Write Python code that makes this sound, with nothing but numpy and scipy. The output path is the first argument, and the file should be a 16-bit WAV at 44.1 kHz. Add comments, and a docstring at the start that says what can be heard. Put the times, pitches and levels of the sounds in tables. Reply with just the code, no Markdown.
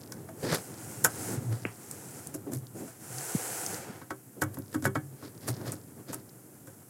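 """Plugging wires into a washing machine motor

A hand pushes plastic wire connectors onto the motor of a washing machine, close to one microphone.
Plugs tick, scrape and knock: short noise bursts and fading tones ring the metal tabs, motor frame and tub.
Pushing adds juddering noise, low groans and an uneven rumble with creaks; dull bumps sink in pitch.
A sleeve swishes as swells of coloured noise, over a quiet room and a steady hiss."""
import sys
import numpy as np
from scipy import signal
from scipy.fft import rfft, irfft, next_fast_len
from scipy.io import wavfile
from scipy.ndimage import map_coordinates

SR = 44100
rng = np.random.default_rng(int(sys.argv[2]) if len(sys.argv) > 2 else 0)


def to_wav(sig):
    """Store sig (one row per channel, or 1-D mono) as 16-bit WAV at the path in sys.argv[1].

    Samples outside -1..1 are clipped; the rate is SR.
    """
    pcm = np.clip(np.atleast_2d(sig), -1, 1) * 32767
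    pcm = np.round(pcm).astype(np.int16)
    wavfile.write(sys.argv[1], SR, pcm.T)  # frames by channels


N = 303849  # length in samples

# Levels in the tables are relative settings: each sound applies its own balance on top.
# The plug strikes the terminal block. Each row: start in seconds, clack level in dB, plastic snap level in dB,
# tub thud level in dB, pitch in Hz near which the frame rings most, seconds until the plug seats.
PLUG_KNOCKS = [(0.121, -40.5, -44, -61, 1670, 0.0045), (0.289, -36.5, -52, -58, 620, 0.0054),
               (1.047, -12.5, -17, -35, 1280, .005), (2.343, -39.5, -36.5, -34.5, 620, 0.0054),
               (2.520, -39.5, -41.5, -30, 560, .012), (2.879, -43, -48, -50, 580, 0.0043),
               (4.015, -35.5, -62, -41, 1183, 0.00304), (4.106, -25.5, -49, -35, 1230, 0.0042),
               (4.419, -17, -28.5, -27.5, 1510, .008), (4.571, -38.5, -53, -32, 945, .015),
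               (4.745, -24.5, -40.5, -24.5, 1290, 0.0096), (4.824, -37, -47, -31, 1300, .009),
               (4.853, -16, -30, -24.5, 1700, .013), (4.955, -19.5, -42, -28, 1350, .006),
               (5.225, -39, -53, -36, 1290, .012), (5.479, -29.5, -31.5, -32, 700, 0.0076),
               (5.609, -39, -55, -53, 610, 0.0051), (5.724, -37.5, -38, -36.5, 1260, 0.006),
               (6.131, -32.5, -34, -38, 1000, .013), (6.673, -45, -48, -43, 1540, 0.0053),
               (6.82, -55, -67, -66, 1440, .008)]
# Dry ticks of wires and contact tabs. Each row: start in seconds, level in dB, pitch in Hz.
WIRE_TICKS = [(0.122, -29, 6010), (1.912, -22.5, 8640), (2.271, -25.5, 9000), (2.3486, -26, 11200),
              (3.1837, -23.5, 6260), (3.663, -18.5, 6690), (3.7443, -24, 6700), (4.107, -33, 7560),
              (4.543, -34, 11400), (4.587, -30, 12460), (4.8238, -29, 7760), (5.72, -23, 8950),
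              (6.1445, -24.5, 10300)]
# The hand shoves the motor. Each row: start in seconds, level in dB, favoured pitch in Hz, length in seconds.
HAND_SHOVES = [(0.182, -34.5, 170, 0.041), (0.424, -20.5, 244, 0.079), (0.458, -26, 159, 0.029),
               (1.27, -26.5, 257, 0.087), (1.323, -30, 150, 0.066), (2.462, -26.5, 302, 0.065),
               (2.744, -34, 256, 0.11), (2.8, -30.5, 298, 0.072), (3.883, -30, 220, 0.036),
               (4.364, -37, 307, 0.069), (5.666, -29.5, 151, 0.044), (6.088, -30, 213, 0.034)]
# Dull bumps close to the microphone. Each row: start in seconds, push level in dB,
# base pitch in Hz (the push sinks from 1.5 times to half of it), seconds to fade by 60 dB, click level in dB.
DULL_BUMPS = [(1.6515, -26, 309, 0.045, -20), (3.349, -16.5, 209, 0.043, -48)]
# The tub gives under pressure. Each row: start in seconds, main swell in seconds, middle pitch in Hz, level in dB.
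TUB_GROANS = [(1.369, 0.03, 119.8, -23.5), (1.43, 0.15, 113.7, -24.5), (2.537, 0.07, 123.2, -28.5),
              (3.07, 0.17, 131.8, -38.5), (4.965, .04, 135, -26), (5.487, .06, 122, -27)]
# Plastic slides on plastic. Each row: fastest moment in seconds, rise in seconds, fall in seconds,
# rasp level in dB, fine fizz level in dB.
PLUG_SCRAPES = [(0.449, 0.043, 0.093, -41, -63), (0.51, 0.081, 0.13, -34.5, -60),
                (0.546, 0.048, 0.059, -34, -36), (1.528, .04, 0.18, -52.5, -62),
                (2.535, .02, 0.096, -54, -41.5), (4.547, 0.02, 0.021, -54, -49),
                (4.744, 0.065, 0.012, -52.5, -52), (4.846, 0.027, 0.024, -47, -47),
                (5.255, 0.13, .09, -53, -66), (5.425, 0.029, 0.57, -55.5, -58),
                (5.485, .025, 0.057, -40.5, -37.5), (5.68, 0.067, 0.072, -44.5, -50),
                (6.091, 0.03, 0.17, -48.5, -55)]
# Fingers working on the motor. 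Each row: time in seconds, effort in dB.
GRIP_EFFORT = [(0.0, -47), (0.75, -45), (1.52, -42), (1.69, -49.5), (2.0, -48), (2.68, -49.5), (2.86, -59),
               (3.13, -49), (3.24, -54.5), (3.76, -45.5), (4.13, -57.5), (4.39, -55.5), (4.55, -45.5),
               (4.81, -56.5), (5.3, -51.5), (5.66, -40), (5.83, -50), (6.89, -54.5)]
# The arm moves and the sleeve swishes. Each row: fastest moment in seconds, seconds to rise from half level,
# seconds to fall to half level, level in dB.
SLEEVE_SWISHES = [(0.5, 0.11, 0.36, -47), (0.95, .17, 0.36, -46), (1.31, 0.17, 0.071, -39.5),
                  (1.48, 0.25, 0.28, -52), (2.13, 0.37, 0.22, -48), (2.83, 0.071, 0.13, -49),
                  (3.498, 0.37, 0.4, -36.5)]

# Ringing tones of the motor frame. Each row: pitch in Hz, strength in dB, seconds to fade by 60 dB.
FRAME_MODES = [(653.5, 0, 0.13), (762, -4, 0.14), (906, -0.5, 0.069), (1108, -2.5, 0.086), (1296, -2, 0.09),
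               (1430, -12.5, 0.1), (1488, 0, 0.076), (1555, -4, 0.12), (1633, 3, 0.036), (1710, -12, 0.18),
               (1923, -7, 0.076), (2225, -8.5, 0.11), (2800, -33, 0.066), (3150, -14, 0.04)]
# Ringing tones of the plastic tub. Each row: pitch in Hz, strength in dB, seconds to fade by 60 dB.
TUB_MODES = [(100.4, -3.5, 0.43), (130, 1.5, 0.17), (198.3, -11, 0.26), (262, 2, 0.1), (306.3, -3, 0.18),
             (338.5, -8, 0.11), (387.7, -10, 0.24), (447, -8.5, 0.087), (537, -8, 0.14)]
# Brief ringing of the metal contact tabs. Each row: pitch in Hz, strength in dB, seconds to fade by 60 dB.
TAB_MODES = [(5500, -6, .05), (5874, -5, .05), (6695, -3, .06), (6930, -2, .05), (7105, 0, .06),
             (7537, -1, .055), (8053, -2, .055), (9695, -5, .05), (10420, -5, .05), (12350, -5, .05)]

# Colour of the clack as the plug hits. Each row: frequency in Hz, relative level in dB.
CLACK_COLOUR = [(200, -31), (450, 2.5), (800, 0), (1100, 0.5), (1550, -1), (2100, -9), (2600, -22.5),
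                (3300, -15), (4200, -37), (8000, -40)]
# Colour of the plastic snap. Each row: frequency in Hz, relative level in dB.
SNAP_COLOUR = [(800, -19), (2500, 2.5), (4000, -11), (5400, 3), (7300, 7.5), (9000, -4), (12000, -3),
               (16000, -27)]
# Colour of cloth on cloth. Each row: frequency in Hz, relative level in dB.
CLOTH_COLOUR = [(150, -44), (250, -59), (308, 4.5), (354, -2.5), (393, -2), (547, 1.5), (618, -8), (735, 2),
                (1120, -10), (1420, -3), (1850, -8), (3710, -17.5), (7700, -2.5), (10700, -5.5),
                (16000, -16)]
# Colour of the coarse rasp of a slide. Each row: frequency in Hz, relative level in dB.
RASP_COLOUR = [(59, -37), (100, -5), (140, 2.5), (322, -6), (461, 1.5), (691, -7), (768, -12),
               (1080, -10.5), (1760, -10), (2750, -20.5), (4980, -12.5), (6150, -19.5), (11900, -28),
               (16000, -43)]
# Colour of the fine fizz of a slide. 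Each row: frequency in Hz, relative level in dB.
FIZZ_COLOUR = [(1500, -51), (4000, -19), (7000, -0.5), (11000, 2.5), (13000, -1), (16000, -12)]
# Colour of a shove before its own pitch is favoured. Each row: frequency in Hz, relative level in dB.
SHOVE_COLOUR = [(50, -40), (110, 6), (230, 3.5), (310, 4.5), (480, -0.5), (750, -7), (1500, -20),
                (4000, -26)]
# Colour of the tub rumbling under the fingers. Each row: frequency in Hz, relative level in dB.
RUMBLE_COLOUR = [(30, -62), (60, -29), (90, -4), (118, 3.5), (190, -3.5), (310, -2.5), (520, -12),
                 (800, -18.5), (1500, -25), (3000, -38.5)]
# Colour of skin creaking on plastic. Each row: frequency in Hz, relative level in dB.
CREAK_COLOUR = [(500, -20), (1500, -14), (3000, -13), (5200, 0), (7000, -10), (16000, -28)]
# Colour of the quiet room and the hiss. Each row: frequency in Hz, relative level in dB.
QUIET_COLOUR = [(18, -65), (30, -46), (90, -18), (124, 2.5), (486, -19), (616, -36), (721, -26), (780, -38),
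                (1460, -32), (3060, -31), (4190, -47), (7090, -19), (10800, -9.5), (14800, -13),
                (16000, -22)]
# Colours of a bump's click and its buzz. Each row: frequency in Hz, relative level in dB.
BUMP_CLICK_COLOUR = [(200, -3), (1200, 4), (2800, 4), (3600, -25), (4400, -48)]
BUMP_BUZZ_COLOUR = [(200, 2), (1500, -6), (2500, -5), (3400, -16), (4400, -40)]

SEAT_LOSS_DB = 7  # the clack and snap are weaker as the plug seats; the thud is not
SNAP_T60_S, THUD_HZ = 0.066, 294  # fade of the snap by 60 dB; the thud favours tub tones near this pitch
SLIDE_RISE_S, SLIDE_FALL_S = .012, 0.042  # the plug skids briefly around each knock
SLIDE_RASP_DB, SLIDE_FIZZ_DB = -27, -5.5  # skid settings, relative to the clack and to the snap
SWAY_DELAY_S, SWAY_S, SWAY_HZ, SWAY_DB = 0.0094, 0.061, 124.3, -10  # tub sway; dB relative to the thud setting
RELAX_S, RELAX_DB = 0.19, -14.5  # a weaker swell lasts this much longer than the main swing
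FAINT_TICKS_PER_S, FAINT_TICK_DB, FAINT_TICK_HZ = 2, -45.5, 6840  # average rate, middle level and middle pitch
PING_DB = -13  # ping of a tick, relative to the tick
SHOVE_RISE_S = .006
MUFFLE_HZ = 3320  # the bumps are cut steeply above this
SWISH_SHAPE = 3.64  # 2 is a bell; higher gives a flatter top and steeper sides
CLOTH_REST_DB = -60  # the cloth never lies quite still
SWISH_SPLIT_HZ, SWISH_DULLING = 4900, 0.69  # treble above the split dies in this share of the fall time
GRIP_UNEVEN_DB = 2  # unevenness of the effort
CREAK_DB, CREAK_SLIPS_PER_S = -22.5, 70  # creak level; slips a second before pauses are cut out
TOP_HZ = 16000  # band limit of the recorder


def amp(db):
    """Turn decibels into a gain."""
    return 10 ** (np.asarray(db) / 20)


def unit(x):
    """Scale a sound to an average (rms) strength of 1."""
    return x / np.sqrt(np.mean(x ** 2) + 1e-20)


def clock(seconds):
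    """Give the sample times of a stretch, in seconds."""
    return np.arange(max(int(seconds * SR), 8)) / SR


def curve(rows):
    """Join (seconds, value) rows with straight lines, one value per sample."""
    return np.interp(np.arange(N) / SR, *np.transpose(rows))


def wobble(rate, size=N):
    """Draw a smooth random curve through rate random points a second."""
    points = rng.standard_normal(int(size * rate / SR) + 4)
    return map_coordinates(points, [np.arange(size) * rate / SR])


def colour(x, points):
    """Shape the spectrum by (Hz, dB) points on a log frequency axis, then scale to rms 1."""
    hz, db = np.transpose(points)
    size = next_fast_len(len(x))
    log_hz = np.log(np.fft.rfftfreq(size, 1 / SR) + 1)
    gain = amp(np.interp(log_hz, np.log(hz), db))
    return unit(irfft(rfft(x, size) * gain, size)[:len(x)])


def noise(points, size=N, grain_db=0):
    """Make coloured noise; grain_db lets single tiny slips stand out."""
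    grain = amp(grain_db * wobble(2500, size))
    return colour(rng.standard_normal(size) * grain, points)


def fade(t, rise, t60):
    """Rise quickly, then fade by 60 dB every t60 seconds."""
    return (1 - np.exp(-t / max(rise, 1e-5))) * amp(-60 * t / max(t60, 1e-3))


def ring(modes, t, rise, scatter_db, centre_hz=1000, focus_db=0):
    """Ring fading tones; the place of the blow favours those near centre_hz by focus_db an octave."""
    hz, db, t60 = np.transpose(modes)
    scatter = scatter_db * rng.standard_normal(len(hz))
    distance = np.abs(np.log2(hz / centre_hz))
    gain = amp(db + scatter - focus_db * distance)
    total = 0
    for g, f, d in zip(gain, hz, t60):
        total = total + g * np.sin(2 * np.pi * (f * t + rng.random())) * fade(t, rise, d)
    return np.sqrt(2) * total / np.linalg.norm(gain)  # the powers of the tones sum to 1


def add(track, s, sound):
    """Mix a sound into the track at time s."""
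    part = track[max(round(s * SR), 0):][:len(sound)]
    part += sound[:len(part)]


def knocks():
    """The plug skids in, strikes, strikes again as it seats, and leaves the tub swaying."""
    out = np.zeros(N)
    for s, clack_db, snap_db, thud_db, hz, seat_s in PLUG_KNOCKS:
        skid = slide(SLIDE_RISE_S, SLIDE_FALL_S, clack_db + SLIDE_RASP_DB, snap_db + SLIDE_FIZZ_DB)
        add(out, s - SLIDE_RISE_S, skid)
        add(out, s, tick(snap_db, hz=7500))  # a contact tab ticks with the first touch
        add(out, s, blow(clack_db, snap_db, thud_db, hz))
        add(out, s + seat_s, blow(clack_db - SEAT_LOSS_DB, snap_db - SEAT_LOSS_DB, thud_db, hz))
        add(out, s + SWAY_DELAY_S, swing(SWAY_S, SWAY_HZ, thud_db + SWAY_DB))
    return out


def blow(clack_db, snap_db, thud_db, clack_hz):
    """The plug snaps, the tabs and the frame ring, and the heavy tub builds up more slowly."""
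    t = clock(.35)
    grit = amp(-8.5) * noise(SNAP_COLOUR, len(t), grain_db=3) * fade(t, 0.00025, SNAP_T60_S)
    tabs = amp(-9.5) * ring(TAB_MODES, t, rise=0.00091, scatter_db=4)
    contact_fade = amp(-5.0) * fade(t, 0.00038, 0.018) + amp(-20.5) * fade(t, 0.0018, 0.17)
    contact = noise(CLACK_COLOUR, len(t)) * contact_fade
    frame = amp(-7.5) * ring(FRAME_MODES, t, rise=0.00051, scatter_db=2, centre_hz=clack_hz, focus_db=12.5)
    tub = ring(TUB_MODES, t, rise=0.0039, scatter_db=6.0, centre_hz=THUD_HZ, focus_db=5.0)
    thud = amp(thud_db - 1.5) * tub
    return amp(snap_db) * (grit + tabs) + amp(clack_db) * (contact + frame) + thud


def tick(db, hz):
    """A tiny hard contact: a brief burst of treble, a ping of the part, a faint answer from the tub wall."""
    t = clock(.08)
    burst = noise([(hz / 4, -32), (hz * 0.74, -9), (hz, 0), (hz * 1.08, -8), (hz * 2, -17)], len(t))
    burst_fade = fade(t, 0.0003, 0.0082) + amp(-23) * fade(t, 0.0029, 0.12)  # contact, then tub wall
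    ping = np.sin(2 * np.pi * hz * t) * fade(t, 0.00029, 0.013)
    return amp(db - 1) * (burst * burst_fade + amp(PING_DB) * ping)


def slide(rise, fall, db, fizz_db):
    """Dense little slips swell to the fastest point of a slide and stop; the plastic catches unevenly."""
    t = clock(rise + fall)
    speed = np.interp(t, [0, max(rise, .002), t[-1]], [0, 1, 0]) ** 2.1
    catch = amp(2.2 * wobble(220, len(t)))
    rasp = amp(db + 4.5) * noise(RASP_COLOUR, len(t), grain_db=3.5)
    fizz = amp(fizz_db + 0.5) * noise(FIZZ_COLOUR, len(t), grain_db=6.0)
    return speed * catch * (rasp + fizz)


def swing(length, hz, db):
    """A low tone of the tub, wavering in pitch, swells and dies, then swings on weakly as the tub relaxes."""
    t = clock(length + RELAX_S)
    pitch = hz * (1 + 0.051 * wobble(47, len(t)))
    phase = 2 * np.pi * np.cumsum(pitch) / SR
    main = np.sin(np.pi * np.minimum(t / length, 1))
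    relaxing = amp(RELAX_DB) * np.sin(np.pi * t / t[-1])
    return amp(db - 2.9) * np.sin(phase) * (main + relaxing)


def scrapes():
    """The plug is dragged over the block in search of its terminals."""
    out = np.zeros(N)
    for s, rise, fall, db, fizz_db in PLUG_SCRAPES:
        add(out, s - rise, slide(rise, fall, db, fizz_db))
    return out


def ticks():
    """The wires give a few clear ticks, and faint ones at random times as they stir."""
    out = np.zeros(N)
    for s, db, hz in WIRE_TICKS:
        add(out, s, tick(db, hz))
    count = int(FAINT_TICKS_PER_S * N / SR)
    for when, size, pitch in rng.random((count, 3)):
        faint = tick(FAINT_TICK_DB + 10 * (size - .5), FAINT_TICK_HZ * 2 ** (pitch - .5))
        add(out, when * N / SR, faint)
    return out


def shoves():
    """Soft skin judders over the motor and shakes the tub, most strongly near the judder's own pitch."""
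    out, t = np.zeros(N), clock(.35)
    for s, db, hz, length in HAND_SHOVES:
        push = np.exp(-(t / max(length, .01) * 1.15) ** 2) * (1 - np.exp(-t / SHOVE_RISE_S))
        tone = [(f, level - 4 * abs(np.log2(f / hz))) for f, level in SHOVE_COLOUR]  # 4 dB less an octave
        add(out, s, amp(db - 7.5) * noise(tone, len(t), grain_db=1.0) * push)
    return out


def bumps():
    """One low push that sinks in pitch, with a muffled click and a brief plastic buzz on top."""
    out, t = np.zeros(N), clock(0.084)
    for s, db, hz, t60, click_db in DULL_BUMPS:
        pitch = hz * (0.5 + np.exp(-t / 0.0051))
        push = np.sin(2 * np.pi * np.cumsum(pitch) / SR) * fade(t, 0.0017, t60)
        click = noise(BUMP_CLICK_COLOUR, len(t)) * fade(t, .0001, 0.01)
        buzz = noise(BUMP_BUZZ_COLOUR, len(t)) * fade(t, 0.0049, 0.24)
        add(out, s, amp(db + 5) * push + amp(click_db) * (click + amp(-18.5) * buzz))
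    muffle = signal.butter(8, MUFFLE_HZ, fs=SR, output="sos")
    return signal.sosfilt(muffle, out)


def groans():
    """Steady pressure keeps a low tone of the tub swinging for a moment."""
    out = np.zeros(N)
    for s, length, hz, db in TUB_GROANS:
        add(out, s, swing(length, hz, db))
    return out


def grip():
    """Fingers keep the tub rumbling unevenly; the harder they press, the more their skin creaks on the plastic."""
    effort = amp(curve(GRIP_EFFORT) + GRIP_UNEVEN_DB * wobble(25))
    slips = (rng.random(N) < CREAK_SLIPS_PER_S / SR) * rng.random(N)
    slips = slips * np.clip(wobble(8.4), 0, 1)  # the creaks come in spells, with pauses
    rumble = amp(-1) * noise(RUMBLE_COLOUR)
    creak = amp(CREAK_DB) * colour(slips, CREAK_COLOUR)
    return effort * (rumble + creak)


def sleeve():
    """Cloth slides over cloth: each move of the arm is one swell of a fine swish that dulls as it slows."""
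    t, cloth = np.arange(N) / SR, noise(CLOTH_COLOUR, grain_db=2.0)
    split = signal.butter(2, SWISH_SPLIT_HZ, fs=SR, output="sos")
    body = signal.sosfiltfilt(split, cloth)
    treble = cloth - body
    out = np.zeros(N)
    for band, fall_share in ((body, 1), (treble, SWISH_DULLING)):
        power = amp(CLOTH_REST_DB) ** 2
        for s, rise, fall, db in SLEEVE_SWISHES:
            away = np.abs(t - s) / np.where(t < s, rise, fall * fall_share)
            power = power + (amp(db) * .5 ** (away ** SWISH_SHAPE)) ** 2
        out += np.sqrt(power) * band
    return out * amp(-0.5 + 0.71 * wobble(30))  # the level flickers slightly


def quiet_room():
    """A quiet room and a steady hiss, made as one coloured noise."""
    return amp(-59.5) * noise(QUIET_COLOUR)


def scene():
    """All sources reach one microphone, which feeds both channels."""
    plugs = knocks() + scrapes() + ticks()
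    handling = shoves() + bumps() + groans() + grip()
    mono = plugs + handling + sleeve() + quiet_room()
    return np.array([mono, mono])


def record(dry):
    """The microphone sheds deep bass, and the recorder keeps nothing above its band limit."""
    bass_cut = signal.butter(3, 58, "highpass", fs=SR, output="sos")
    lean = signal.sosfilt(bass_cut, dry)
    keep = np.fft.rfftfreq(N, 1 / SR) < TOP_HZ
    return irfft(rfft(lean) * keep, N)


dry = scene()
out = record(dry)
to_wav(out)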